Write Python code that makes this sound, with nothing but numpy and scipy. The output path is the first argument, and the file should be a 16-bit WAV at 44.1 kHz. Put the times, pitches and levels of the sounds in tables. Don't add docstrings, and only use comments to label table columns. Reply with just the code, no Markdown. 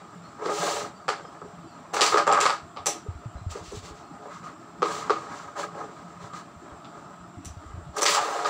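import sys
import numpy as np
from scipy import signal
from scipy.fft import rfft, irfft, next_fast_len
from scipy.io import wavfile
from scipy.ndimage import uniform_filter1d, minimum_filter1d, map_coordinates

SR = 44100
rng = np.random.default_rng(int(sys.argv[2]) if len(sys.argv) > 2 else 0)


def magnitude_from_level(level_db):
    exponent = np.asarray(level_db, float) / 20
    return 10 ** exponent


def to_wav(sig):
    pcm = np.clip(np.atleast_2d(sig), -1, 1) * 32767
    pcm = np.round(pcm).astype(np.int16)
    wavfile.write(sys.argv[1], SR, pcm.T)


N = 374409

# [t/s, level/dB]
TRAFFIC = [
    (0, -53),
    (0.64, -49),
    (1.25, -54),
    (2.24, -48.5),
    (3.5, -53.5),
    (4.8, -49.5),
    (6.93, -51),
    (7.83, -53.5),
    (8.49, -57),
]
# [f/Hz, density/dB per Hz]
HUM_SPECTRUM = [(15, -74), (25, -32), (70, -5.5), (172, 4.5), (205, 1), (339, 3), (420, -11.5), (500, -47),
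                (650, -61), (1100, -120)]
DRONE_SPECTRUM = [(260, -55), (450, -1.5), (526, -73), (559, -1), (711, 9), (769, -4), (812, 5), (967, 0.5),
                  (1090, 3), (1270, 7.5), (1550, -4.5), (1900, -18), (2470, -55), (4180, -120)]
HISS_SPECTRUM = [(1300, -29), (1700, -3), (2300, -7.5), (3200, -9.5), (4500, -13), (6000, -14), (6700, -20),
                 (7300, -3), (8200, -13), (9500, -28.5), (11000, -33), (13700, -37), (15000, -35),
                 (15700, -32)]
# [f/Hz, width/Hz, level/dB]
WHINE_MODES = [(14900, 130, -9), (15100, 110, -15)]
# [t/s, length/s, start f/Hz, end f/Hz, level/dB]
BIRDS = [
    (.22, 0.077, 4200, 4420, -52),
    (.92, 0.094, 4580, 4640, -54),
    (1.19, 0.13, 3250, 3180, -62),
    (1.21, 0.11, 5200, 5100, -57),
    (1.64, 0.086, 4630, 4600, -57),
    (1.698, 0.05, 4200, 4280, -55),
    (3.355, 0.064, 4000, 4100, -56),
    (4.019, 0.05, 4170, 4300, -55),
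]
# [t/s, peak level/dB, f/Hz]
PUFFS = [(2.629, -44, 90), (2.797, -43, 99), (3.085, -23.5, 97), (3.153, -31, 76.5), (3.257, -27.5, 124),
         (3.353, -28.5, 71), (3.414, -34, 107), (3.464, -22, 95), (3.508, -34, 76), (3.609, -38.5, 93),
         (3.679, -39, 56.5), (3.739, -37, 59), (3.769, -32, 106), (3.83, -40, 81), (3.908, -38, 67.4),
         (6.236, -40, 122), (6.562, -42, 86.5), (6.72, -41, 77.6), (7.202, -46, 75), (7.372, -35.5, 103),
         (7.462, -33, 86), (7.501, -34, 83), (7.568, -33.5, 96), (7.659, -36, 78), (7.699, -38, 54),
         (7.738, -31, 89.5), (7.775, -31, 96), (7.819, -42, 67), (7.864, -35.5, 149), (7.889, -35.5, 78)]
# [f/Hz, t60/s]
ROOM_T60 = [(200, 0.22), (500, 0.16), (1400, 0.28), (4000, 0.28), (10000, 0.21)]
# [f/Hz, width/Hz, level/dB]
BOOM_MODES = [(325.7, 8.2, -2), (418.2, 19.6, 3), (485, 63, -8.5)]
# [f/Hz, width/Hz, level/dB]
KNOCK_MODES = [(577, 28, 0), (712.6, 22, -0.5), (816.3, 30, 0), (940, 45, 1), (1089, 124, 1),
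               (1246.7, 45.7, 10), (1546, 270, -3.5), (1563, 94, 1), (2130, 710, -13.5)]
# [f/Hz, width/Hz, level/dB]
SNAP_MODES = [(760, 170, -4), (1210, 144, 2)]
# [f/Hz, density/dB per Hz]
CLICK_SPECTRUM = [(1000, -42), (1700, -1), (2600, 2), (4200, 1), (6000, -0.5), (6700, -2), (7400, 1),
                  (8600, -11), (10000, -18.5), (12500, -37.5), (14000, -27), (15000, -27), (15600, -43),
                  (15800, -101)]
POWDER_SPECTRUM = [(1000, -55), (1700, -4), (1880, 0.5), (2470, -2.5), (2710, 0.5), (3140, -1), (4310, 2),
                   (5140, -2), (7250, 4.5), (11000, -13), (13400, -24), (14800, -10), (15700, -11)]
# [t/s, length/s, rumble level/dB, powder level/dB, low modes rel. level/dB]
DRAGS = [(0.0, 0.058, -56, -91, -16), (0.19, 0.3, -54, -72, -20), (0.385, 0.16, -32, -50, -5),
         (0.42, 0.49, -26, -31.5, -6.5), (3.49, 0.054, -46, -40.5, -18), (3.52, 0.095, -41.5, -48.5, -5),
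         (3.6, 0.14, -78, -46.5, -10), (3.72, 0.089, -62, -43.5, -3), (3.8, .12, -53, -46, -6),
         (3.92, 0.11, -57, -56, -9), (4.18, 0.14, -55, -67, 7.5), (4.28, 0.13, -38, -52.5, -29),
         (4.41, 0.1, -37.5, -54, -19), (4.86, 0.18, -47, -43, -5), (5.26, 0.23, -36, -50.5, -26),
         (5.55, 0.11, -28.5, -39.5, -9), (5.74, 0.14, -40.5, -59, -2.5), (6.19, 0.1, -39, -52.5, -10),
         (6.32, 0.095, -37, -48, -18), (6.81, 0.35, -53, -66, -5), (5.96, 0.11, -79, -81, -7),
         (7.56, 0.18, -53, -68, -22), (7.93, 0.076, -40.5, -52, -2), (8.03, 0.17, -18.5, -25.5, -12.5)]
# [t/s, length/s, rumble level/dB, powder level/dB, low modes rel. level/dB]
GLIDES = [(1.1, 0.41, -49.5, -64, -5), (1.928, 0.31, -30.5, -32.5, 1), (2.02, 0.27, -19.5, -29.5, -17.5),
          (2.15, 0.092, -17, -53, -11), (2.32, 0.097, -16, -47, -9.5), (2.41, 0.19, -22, -32, -15),
          (2.87, 0.04, -42.5, -34, 17), (4.84, 0.46, -27, -41.5, -14.5), (5.11, 0.43, -40.5, -51.5, -9),
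          (7.46, 0.068, -70, -65, -6), (7.97, 0.11, -30.5, -29.5, 2.5), (8.2, 0.67, -25.5, -36.5, -6.5),
          (8.45, 0.17, -24.5, -40, -17)]
# [t/s, rumble level/dB]
RESTING = [
    (0, -46.5),
    (1.7, -47),
    (2.7, -51),
    (4.1, -48),
    (4.75, -48),
    (6.0, -42.5),
    (6.9, -50),
    (7.6, -52.5),
    (8.49, -38),
]
# [t/s, knock/dB, boom rel./dB, click rel./dB, first arrival rel./dB]
ON_BOARD = [(0.145, -28.5, -14, -39, -14), (0.396, -24, -9, -32, -9), (0.46, -13.5, 8.5, -20, -11),
            (0.494, -10, 4.5, -39, -2), (1.424, -25, 2.5, -44, 2), (2.143, -1, 1.5, -24, -8),
            (4.828, -2, 2.5, -24.5, -5), (4.857, -9.5, -23, -33, -13), (4.885, -25, -17, -35, -7),
            (5.104, 0.5, -3.5, -27, -4), (5.772, -32, -25, -44, -6)]
# [t/s, knock/dB, boom rel./dB, click rel./dB, first arrival rel./dB]
STRIKER = [(1.089, -3, -7, -19, -5), (1.128, -15, -18, -41, 3), (1.195, -24.5, -20, -39, -7),
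           (1.251, -26, -5, -32, -10), (1.967, -7, -6, -17.5, -23), (1.998, -3, -13, -37, -9),
           (2.017, -3, -3.5, -5.5, 0), (2.064, -14.5, -22, -0.5, -15), (2.181, -4, -8, -16, 0),
           (2.356, -6.5, -30, -27, -4), (2.375, -4, -30, -29, -7), (2.387, -2.5, -23, -33, -5),
           (2.463, -1, -28, -17.5, -1), (2.504, -4.5, -35, -20, 1), (8.063, -8, -34, -2.5, -5),
           (8.083, -17.5, -20, 2.5, -11)]
# [t/s, knock/dB, boom rel./dB, click rel./dB, first arrival rel./dB]
FLICKS = [
    (1.943, -8.5, -11, -22, -5),
    (2.025, -20, 9, -4, -3),
    (2.867, -10.5, -5, -3.5, -4),
    (3.52, -26, -21, -20, -7),
    (3.721, -42, 27, 0.5, -9),
    (7.456, -44.5, -14, 10.5, -2),
    (7.969, -13.5, -12, -16, -16),
    (8.02, -9.5, 0, -9.5, -6),
    (8.031, -9.5, -5, -7, -8),
]
# [t/s, knock/dB, boom rel./dB, click rel./dB, first arrival rel./dB]
DISCS = [
    (1.457, -34, 12, -37, 0),
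    (2.276, 0, -8, -24.5, -4.5),
    (2.333, -7, -27, -16, 2.5),
    (2.412, -11.5, 1.5, -2.5, -1.5),
    (2.439, -6.5, -27, -21, 1.5),
    (3.061, -41, 17.5, -31.5, -13),
    (3.554, -24, 12.5, -26, -15),
    (6.335, -22, -32, -23, -18),
    (8.147, -8, -21, -7, -8),
]
# [t/s, knock/dB, boom rel./dB, click rel./dB, first arrival rel./dB]
FRAME = [
    (2.3, -1.5, -18.5, -32, -3),
    (2.317, -2.5, -9, -20, -13),
    (2.771, -15.5, -11, -20.5, -8),
    (6.854, -40.5, -16, -4, 3),
    (8.177, -6, -15, -20, -1),
    (8.19, -11, -24, -24, -1),
    (8.288, -14, -15, -30, -3),
    (8.456, -13.5, -5, -12.5, 1),
]
# [ring f/Hz, brightness/dB per octave, favoured mode f/Hz, mode lift/dB,
#                   room rel. knock/dB, ring level/dB]
KINDS = [
    (4100, -8.5, 770, 1, -11, -6),
    (4600, 1, 1720, 10, -8, -0.5),
    (5870, 16.5, 920, 1, -5.5, 10),
    (7300, 4, 1380, 2.5, -4, -2),
    (3670, -26, 786, 13, -3, -12),
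]
# [f/Hz, rel. level/dB]
SIDE_SPECTRUM = [(60, -48), (200, -38), (400, -49.5), (1300, -45.5), (2500, -48), (5000, -43), (8000, -51),
                 (13000, -29)]
# [t/s, length/s, gain/dB]
DUCKS = [
    (2.394, .009, 1),
    (8.004, 0.0059, -7),
    (8.046, 0.0087, -6.5),
]

DRONE_DB, HISS_DB, WHINE_DB = -51, -61, -84
PUFF_T60_S = 0.12
PUSH_OFF_S = 0.013
LINGER_S = 0.02
RUMBLE_POWER, HISS_POWER = 1, 1.96
REST_HISS_DB, REST_DEEP_DB, REST_SHIFT_DB, REST_HISS_SHIFT_DB = -17, -9, 3.5, 1.5
LEAD_S = 0.0077
SPOT_DB = 2.5
CONTACT_SAMPLES = 16384
TOP_HZ = 15800


def unit(x):
    return x / np.sqrt(np.mean(x ** 2) + 1e-20)


def peak_one(x):
    return x / np.max(np.abs(x))


def along(points, hz):
    f, v = np.transpose(points)
    return np.interp(np.log(hz + 1), np.log(f + 1), v)


def filtered(x, response):
    m = next_fast_len(len(x) + 8192)
    return irfft(rfft(x, m) * response(np.fft.rfftfreq(m, 1 / SR)), m)[:len(x)]


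def coloured(x, spectrum):
    return filtered(x, lambda f: magnitude_from_level(along(spectrum, f)))


def resonances(f, modes):
    responses = []
    for k, (centre, width, db) in enumerate(modes):
        loss = 1j * f * width
        responses.append((-1) ** k * magnitude_from_level(db) * loss / (centre * centre - f * f + loss))
    return np.array(responses)


def rung(x, modes):
    return filtered(x, lambda f: resonances(f, modes).sum(axis=0))


def wobble(rate_hz):
    knots = rng.standard_normal(int(N * rate_hz / SR) + 4)
    return map_coordinates(knots, [np.arange(N) * rate_hz / SR])


def patchy(depth_db, size):
    z = signal.stft(rng.standard_normal(N), nperseg=512)[2]
    field = uniform_filter1d(rng.standard_normal(z.shape), size // 2, axis=0)
    field = uniform_filter1d(field, 2 * size, axis=1)
    return signal.istft(z * magnitude_from_level(depth_db * unit(field)), nperseg=512)[1][:N]


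def reverb(count):
    hz, t, z = signal.stft(rng.standard_normal(count), SR, nperseg=256)
    decay = magnitude_from_level(-60 * t / along(ROOM_T60, hz)[:, None])
    tail = signal.istft(z * decay, SR, nperseg=256)[1][:count]
    tail *= np.clip(np.arange(count) / SR / 0.007, 0, 1) ** 1.3
    return tail / np.linalg.norm(tail)


def outdoors():
    hum = unit(magnitude_from_level(1.1 * wobble(4.8)) * coloured(patchy(5, size=3), HUM_SPECTRUM))
    hum = unit(hum + 1.26 * rung(hum, [(173.2, 8.4, 0.0073)]))
    drone = unit(magnitude_from_level(1.17 * wobble(2.965)) * coloured(patchy(2.2, size=4), DRONE_SPECTRUM))
    hiss = unit(coloured(patchy(2.5, size=4), HISS_SPECTRUM))
    whine = unit(rung(rung(rng.standard_normal(N), WHINE_MODES), WHINE_MODES))
    hum_db = np.interp(np.arange(N) / SR, *np.transpose(TRAFFIC)) + 2.0
    return magnitude_from_level(hum_db) * hum + magnitude_from_level(DRONE_DB) * drone + magnitude_from_level(HISS_DB) * hiss + magnitude_from_level(WHINE_DB) * whine


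def birds():
    out = np.zeros(N + SR)
    flock = rng.random((130, 5)) * [N / SR, 0.1, 4000, 300, 9] + [0, 0.04, 1900, -150, -74]
    flock[:, 3] += flock[:, 2]
    for s, length_s, start_hz, end_hz, db in [*BIRDS, *flock]:
        count = round(length_s * SR)
        waver = uniform_filter1d(rng.standard_normal(SR // 5), size=80)[:count]
        hz = np.linspace(start_hz, end_hz, count) + 500 * waver
        whistle = np.hanning(count) * np.sin(2 * np.pi * np.cumsum(hz) / SR)
        out[round(s * SR):][:count] += magnitude_from_level(db) * whistle
    return 0.53 * out[:N] + 0.49 * signal.fftconvolve(out, reverb(count=SR // 3))[:N]


def puffs():
    out, t = np.zeros(N + SR), np.arange(SR // 3) / SR
    envelope = magnitude_from_level(-60 * t / PUFF_T60_S) * (1 - np.exp(-t / 0.0018))
    for s, db, hz in PUFFS:
        swing = np.sin(2 * np.pi * hz * t * (1 - 2.0 * t))
        out[round(s * SR):][:len(t)] += magnitude_from_level(db) * peak_one(swing * envelope)
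    return out[:N]


def dulled(x):
    return signal.sosfilt(signal.butter(4, 2200, fs=SR, output="sos"), x)


def drag_speed(t, length_s):
    return np.sin(np.pi * t / length_s)


def glide_speed(t, length_s):
    return np.minimum(t / PUSH_OFF_S, 1) * (1 - t / length_s)


def strokes(rows, speed):
    out = np.zeros((3, N + SR))
    for s, length_s, rumble_db, hiss_db, deep_db in rows:
        t = np.arange(round(length_s * SR)) / SR
        v = np.clip(speed(t, length_s), 0, 1)
        rumble = magnitude_from_level(rumble_db) * v ** RUMBLE_POWER
        gains = [rumble, magnitude_from_level(deep_db) * rumble, magnitude_from_level(hiss_db) * v ** HISS_POWER]
        out[:, round(s * SR):][:, :len(v)] += gains
    keep = np.exp(-1 / (LINGER_S * SR))
    return np.maximum(out, signal.lfilter([1 - keep], [1, -keep], out))[:, :N]


def slides():
    moving = strokes(DRAGS, drag_speed) + strokes(GLIDES, glide_speed)
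    shift_db = [[REST_SHIFT_DB], [REST_SHIFT_DB], [REST_HISS_SHIFT_DB]] * wobble(20)
    rest_db = np.interp(np.arange(N) / SR, *np.transpose(RESTING)) + shift_db
    high_gain, low_gain, powder_gain = moving + magnitude_from_level(rest_db) * magnitude_from_level([[0], [REST_DEEP_DB], [REST_HISS_DB]])

    grit = dulled(magnitude_from_level(2.5 * wobble(120) + 0.5 * wobble(20)) * patchy(2, size=3))
    high = magnitude_from_level(-7.5) * unit(rung(grit, KNOCK_MODES[3:]))
    low = unit(unit(rung(grit, KNOCK_MODES[:3])) + 0.66 * unit(rung(grit, BOOM_MODES)))

    hiss = unit(magnitude_from_level(0.6 * wobble(90)) * coloured(patchy(1.4, size=5), POWDER_SPECTRUM))
    treble = coloured(hiss, [(5000, -19.5), (9000, -2.0)])
    hiss -= treble * (1 - np.minimum((powder_gain / magnitude_from_level(-16.0)) ** 0.57, 1))
    return high_gain * high + low_gain * low + powder_gain * hiss


def causal_click(spectrum, tilt_db, size):
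    hz = np.fft.rfftfreq(size, 1 / SR)
    db = along(spectrum, hz) + tilt_db * np.log2(np.clip(hz / 5000, 1, 2.2))
    cepstrum = irfft(np.log(magnitude_from_level(db) + 1e-6), size)
    cepstrum[1:size // 2] *= 2
    cepstrum[size // 2 + 1:] = 0
    return irfft(np.exp(rfft(cepstrum)), size)


def contact(boom_db, click_db, first_db, kind, room):
    ring_hz, air_db, mode_hz, lift_db, wet_db, ring_db = kind
    size = CONTACT_SAMPLES
    t, f = np.arange(size) / SR, np.fft.rfftfreq(size, 1 / SR)

    push = rfft(dulled(magnitude_from_level(-60 * t / 0.0014) * (1 + 0.2 * rng.standard_normal(size))))
    octave_like = np.log(np.array(KNOCK_MODES)[:, 0] / mode_hz) / 0.12
    spot_db = SPOT_DB * rng.standard_normal(len(KNOCK_MODES)) + lift_db * np.exp(-octave_like ** 2)
    knock = peak_one(irfft(push * (magnitude_from_level(spot_db) @ resonances(f, KNOCK_MODES))))
    boom = peak_one(irfft(push * resonances(f, BOOM_MODES).sum(axis=0)))
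    snap = peak_one(irfft(push * resonances(f, SNAP_MODES).sum(axis=0)))

    crack = causal_click(CLICK_SPECTRUM, air_db, size=1024)
    crack = rfft(crack / np.linalg.norm(crack), size)
    crack = crack * (1 + resonances(f, [(ring_hz, 420, ring_db)])[0])
    grains = magnitude_from_level(-60 * t / 0.0082) * (rng.standard_normal(size) + 3 * (t == 0))
    chatter = peak_one(irfft(crack * rfft(grains)))

    near = (0.54 * knock + magnitude_from_level(boom_db - 9.0) * boom) * magnitude_from_level(-60 * t / 0.08)
    near = near + 0.29 * snap + magnitude_from_level(click_db + 6.0) * chatter
    far = rfft(magnitude_from_level(wet_db) * knock + magnitude_from_level(boom_db - 11.5) * boom) + magnitude_from_level(click_db + 20.5) * crack
    loud = np.pad(near, (round(LEAD_S * SR), 0))[:size]
    return magnitude_from_level(first_db) * near + loud + irfft(far * room)


def contacts():
    out = np.zeros(N + CONTACT_SAMPLES)
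    rooms = [rfft(reverb(count=SR // 4), CONTACT_SAMPLES) for _ in range(16)]
    tables = (ON_BOARD, STRIKER, FLICKS, DISCS, FRAME)
    blows = [(row, kind) for table, kind in zip(tables, KINDS) for row in table]
    for k, ((s, db, boom_db, click_db, first_db), kind) in enumerate(blows):
        heard = contact(boom_db, click_db, first_db, kind, rooms[k % len(rooms)])
        start = round(s * SR) - round(LEAD_S * SR)
        out[start:][:CONTACT_SAMPLES] += magnitude_from_level(db - 3.0) * heard
    return out[:N]


def scene():
    mono = outdoors() + birds() + puffs() + slides() + contacts()
    side = magnitude_from_level(5) * coloured(mono * wobble(60), SIDE_SPECTRUM)
    return np.array([mono + side, mono - side])


def microphone(f):
    notch = 1 - 0.5 * np.exp(-((f - 6700) / 220) ** 2)
    return notch * np.clip((TOP_HZ - f) / 150, 0, 1) / (1 - 1j * 45 / (f + 1))


def limiter_gain(x):
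    need = np.minimum(1, 0.58 / (np.abs(x) + 1e-9))
    gain = uniform_filter1d(minimum_filter1d(need, size=441), size=221)
    t, duck_db = np.arange(N) / SR, np.zeros(N)
    for s, length_s, db in DUCKS:
        duck_db += db * np.clip(3 - 6 * np.abs((t - s) / length_s - 0.5), 0, 1)
    return gain * magnitude_from_level(duck_db)


def top_cut(x):
    return signal.sosfilt(signal.butter(12, 16800, fs=SR, output="sos"), x)


def record(dry):
    heard = np.array([filtered(x, microphone) for x in dry])
    mix = heard * limiter_gain(heard[0])
    return top_cut(mix)


dry = scene()
out = record(dry)
to_wav(out)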